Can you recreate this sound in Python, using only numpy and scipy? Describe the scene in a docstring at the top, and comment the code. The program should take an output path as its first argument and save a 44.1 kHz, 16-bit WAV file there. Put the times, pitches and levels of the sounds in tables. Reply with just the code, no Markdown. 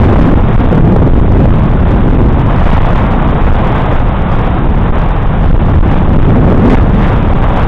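"""Wind right on the microphone of a small camera, out in the open on a bicycle riding along a seafront.
Big eddies buffet the microphone, smaller ones rumble at its port, and shed vortices flutter briefly.
Behind them, just as close, the headwind rushes and hisses over the case.
The summed pressure overloads the input: peaks flatten, crackle, and choke the hiss while they last."""
import sys
import numpy as np
from scipy import signal
from scipy.fft import rfft, irfft
from scipy.io import wavfile
from scipy.ndimage import uniform_filter1d

SR = 44100
rng = np.random.default_rng(int(sys.argv[2]) if len(sys.argv) > 2 else 0)


def int16_out(signal):
    """Quantize to a 16-bit WAV file."""
    q = np.round(np.clip(np.atleast_2d(signal).T, -1, 1) * 32767)
    wavfile.write(sys.argv[1], SR, q.astype(np.int16))


N = 338247

# Turbulence at the microphone, finest eddies first. Each row: frequency in Hz, relative density in dB.
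HISS_SPECTRUM = [(400, -18), (1000, 1.5), (1600, 3.5), (2300, -0.5), (3000, -8), (3800, -9.5)]
RUSH_SPECTRUM = [(60, -18.5), (250, -4.5), (500, 0), (800, 1), (1100, -2), (1500, -9.5), (2200, -18),
                 (3800, -25)]
FLUTTER_SPECTRUM = [(60, -24), (150, 0.5), (230, 0.5), (350, -8), (600, -14), (1200, -27), (4000, -53.5)]
RUMBLE_SPECTRUM = [(20, -13.5), (55, -5), (100, -1), (170, -5.5), (280, -13.5), (500, -25), (1500, -61),
                   (4000, -70)]
BUFFET_SPECTRUM = [(3, -14), (10, -12), (22, 2), (45, -5), (80, -12), (200, -32), (1000, -74)]
# The smoother stream over the case. Each row: time in seconds, level of the rush in dB.
STREAM_LEVELS = [(0.0, -14.5), (0.45, -19.3), (0.65, -18), (1.1, -20.5), (1.6, -18.5), (2.15, -19),
                 (2.9, -15), (3.3, -16), (3.8, -14.5), (4.1, -17.5), (4.4, -16.5), (4.75, -19.5),
                 (4.98, -16.5), (5.25, -19), (6.15, -18), (6.37, -18.5), (6.9, -19), (7.67, -15)]
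# Flurries that brighten the stream. Each row: peak time in seconds, length in seconds, hiss rise in dB.
STREAM_FLURRIES = [(0.23, 0.074, 8), (0.535, 0.27, 4.5), (1.96, 0.16, 5), (2.70, 0.28, 7), (2.98, .12, 3.5),
                   (4.47, 0.25, 3), (5.957, 0.12, 9), (6.71, 0.15, 17.5), (7.062, 0.23, 11), (7.5, 0.31, 3)]
# Regular trains of shed vortices.
# Each row: start in seconds, end in seconds, starting pitch in Hz, final pitch in Hz, level in dB.
VORTEX_TRAINS = [(0.196, 0.346, 250, 305.5, -5.5), (0.738, 0.933, 189.2, 163.6, -3.5),
                 (1.323, 1.485, 140, 119.2, -3.5), (6.224, 6.326, 115.2, 133.8, -0.5),
                 (6.43, 6.472, 133.8, 122.7, 2), (6.613, 6.691, 171, 306.6, 6.5),
                 (6.693, 6.744, 258.9, 226.4, 6), (6.903, 7.00, 221.6, 191.6, -5.5)]
# Shoves of air that pin the microphone. Each row: middle in seconds, length in seconds, pressure in dB.
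AIR_SHOVES = [(0.346, 0.01, 7), (0.570, 0.013, 7.5), (0.684, 0.013, 5.5), (1.203, 0.025, 4),
              (1.522, 0.0095, 3), (2.178, 0.0085, 11), (4.916, 0.011, 7.5), (5.505, 0.0086, 9),
              (5.518, 0.032, 5), (5.536, 0.01, 15), (5.570, 0.0085, 9), (5.585, 0.01, 11),
              (5.802, 0.031, 0), (5.820, 0.012, 9.5), (6.764, 0.017, 4.5), (6.793, 0.006, 5.5),
              (7.341, 0.0075, 14)]
# The gusty flow at the microphone port. Each row: time in seconds, level of the rumble in dB.
GUST_LEVELS = [(0.0, -2), (0.25, -3.5), (0.58, -8.5), (0.8, -3.5), (1.45, -3.5), (1.68, -8), (2.2, -5),
               (2.45, -8.9), (3.5, -10), (4.1, -13), (4.85, -10), (5.15, -13.5), (5.7, -7.5), (6.08, -7.5),
               (6.27, -3), (6.7, -2.1), (6.86, -7), (7.67, -11)]
# Heavy surges of buffeting. Each row: peak time in seconds, length in seconds, rise in dB.
BUFFET_SURGES = [(0.60, 0.064, 4.5), (1.18, 0.17, 4), (1.54, .14, 2), (2.12, 0.3, 4.5), (2.76, 0.35, 5),
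                 (3.53, 0.21, 4), (4.0, 0.11, 5.5), (4.82, 0.14, 6), (5.52, .16, 7.5), (5.78, 0.093, 9.5),
                 (6.22, 0.2, 3), (6.71, 0.11, 9)]


def from_db(db):
    """Decibels to gain."""
    return 10 ** (np.asarray(db) / 20)


def level_curve(rows):
    """A table of levels in dB, joined by straight lines at every sample."""
    times, db = np.transpose(rows)
    return np.interp(np.arange(N) / SR, times, db)


def swells(rows):
    """Bell-shaped rises in dB, one for each row."""
    t = np.arange(N) / SR
    return sum(db * np.exp(-np.square(2 * (t - peak) / length)) for peak, length, db in rows)


def wander(rate_hz):
    """A smooth random drift with spread 1."""
    drift = signal.sosfilt(signal.butter(2, rate_hz, fs=SR, output="sos"), rng.standard_normal(N))
    return drift / drift.std()


def flicker(rate_hz, depth_db):
    """A gain that wanders quickly about 1."""
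    gain = from_db(depth_db * wander(rate_hz))
    return gain / np.sqrt(np.mean(gain ** 2))


def turbulence(spectrum, window_samples=3500):
    """Random pressure with the given spectrum, held near rms 1 over about a tenth of a second."""
    hz, db = np.transpose(spectrum)
    log_hz = np.log(np.maximum(np.fft.rfftfreq(N, 1 / SR), 1))
    colour = from_db(np.interp(log_hz, np.log(hz), db))
    pressure = irfft(rfft(rng.standard_normal(N)) * colour, N)
    power = uniform_filter1d(uniform_filter1d(pressure ** 2, window_samples), window_samples)
    return pressure / np.sqrt(power)


def stream_over_case(hiss_base_db=-31.5, hiss_follows=1.15, rush_flurry_share=0.32):
    """Fine turbulence on the camera case: a bed of rush and hiss in quick, uneven puffs."""
    stream_db, flurry_db = level_curve(STREAM_LEVELS), swells(STREAM_FLURRIES)
    hiss_db = hiss_base_db + hiss_follows * (stream_db - stream_db.mean()) + flurry_db
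    rush = from_db(stream_db + rush_flurry_share * flurry_db) * turbulence(RUSH_SPECTRUM)
    hiss = from_db(hiss_db) * turbulence(HISS_SPECTRUM)
    return (rush + hiss) * flicker(rate_hz=23, depth_db=1.0)


def shed_vortices(jitter=0.2, build_s=0.036, break_s=0.0016):
    """Vortices peel off in a train: a rough, gliding flutter that builds, then breaks off at once."""
    t, trains = np.arange(N) / SR, np.zeros(N)
    unevenness = 1 + jitter * wander(rate_hz=130)
    for start, end, start_hz, end_hz, db in VORTEX_TRAINS:
        hz = np.interp(t, [start, end], [start_hz, end_hz]) * unevenness
        envelope = np.clip(np.minimum((t - start) / build_s, (end - t) / break_s), 0, 1)
        trains += from_db(db) * envelope * np.sin(2 * np.pi * np.cumsum(hz) / SR)
    return trains * flicker(rate_hz=97, depth_db=0.5)


def air_shoves():
    """Flat-topped lumps of pressure that push and pull on the microphone in turn."""
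    t = np.arange(N) / SR
    return sum((-1) ** k * from_db(db) * np.exp(-(2 * (t - middle) / length) ** 4)
               for k, (middle, length, db) in enumerate(AIR_SHOVES))


def wind_on_microphone(buffet_base_db=-8, buffet_follows=0.63, lurch_db=1.5, flutter_share=0.83):
    """Eddies buffet and rumble right at the port; a harder gust sheds smaller ones that flutter."""
    gust_db = level_curve(GUST_LEVELS)
    gust = from_db(gust_db)
    buffet_db = buffet_base_db + buffet_follows * (gust_db - gust_db.mean())
    buffet_db += swells(BUFFET_SURGES) + lurch_db * wander(rate_hz=5)
    flutter = flutter_share * np.minimum(gust, 1.2) * turbulence(FLUTTER_SPECTRUM)
    flutter *= flicker(rate_hz=45, depth_db=4.0)   # it comes in flaps
    buffet = from_db(buffet_db) * turbulence(BUFFET_SPECTRUM)
    rumble = turbulence(RUMBLE_SPECTRUM)
    return buffet + gust * (rumble + flutter)


def input_limiter(pressure, follow_hz=1300, knee=0.566, headroom=0.13):
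    """A very fast limiter holds big swells just under full scale and lets small ripples ride on them."""
    pole = np.exp(-2 * np.pi * follow_hz / SR)
    swing = signal.filtfilt([1 - pole], [1, -pole], np.abs(pressure)) + 1e-9
    excess = np.maximum(swing - knee, 0)
    held_swing = swing - excess + headroom * np.tanh(excess / headroom)
    return pressure * held_swing / swing


def input_clipper(pressure, full_scale=0.707, corner_width=0.0045):
    """The input clips with a slightly rounded corner, so that near misses rasp faintly too."""
    overshoot = corner_width * np.logaddexp(0, (np.abs(pressure) - full_scale) / corner_width)
    return pressure - np.sign(pressure) * overshoot


def scene():
    """All the air pressure at the one microphone, in mono."""
    return (wind_on_microphone() + stream_over_case() + air_shoves() + shed_vortices())[None]


def record(dry, port_hz=3760, droop_hz=1.5, cutoff_hz=16500):
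    """The camera's input is limited and passes little treble; what still overshoots clips and crackles."""
    limited = input_limiter(dry)
    dulled = signal.sosfilt(signal.butter(24, port_hz, fs=SR, output="sos"), limited)
    # Flat tops start high and sag.
    sagging = signal.sosfilt(signal.butter(1, droop_hz, "high", fs=SR, output="sos"), dulled)
    clipped = input_clipper(sagging)
    return signal.sosfilt(signal.ellip(10, .1, 70, cutoff_hz, fs=SR, output="sos"), clipped)


dry = scene()
out = record(dry)
int16_out(out)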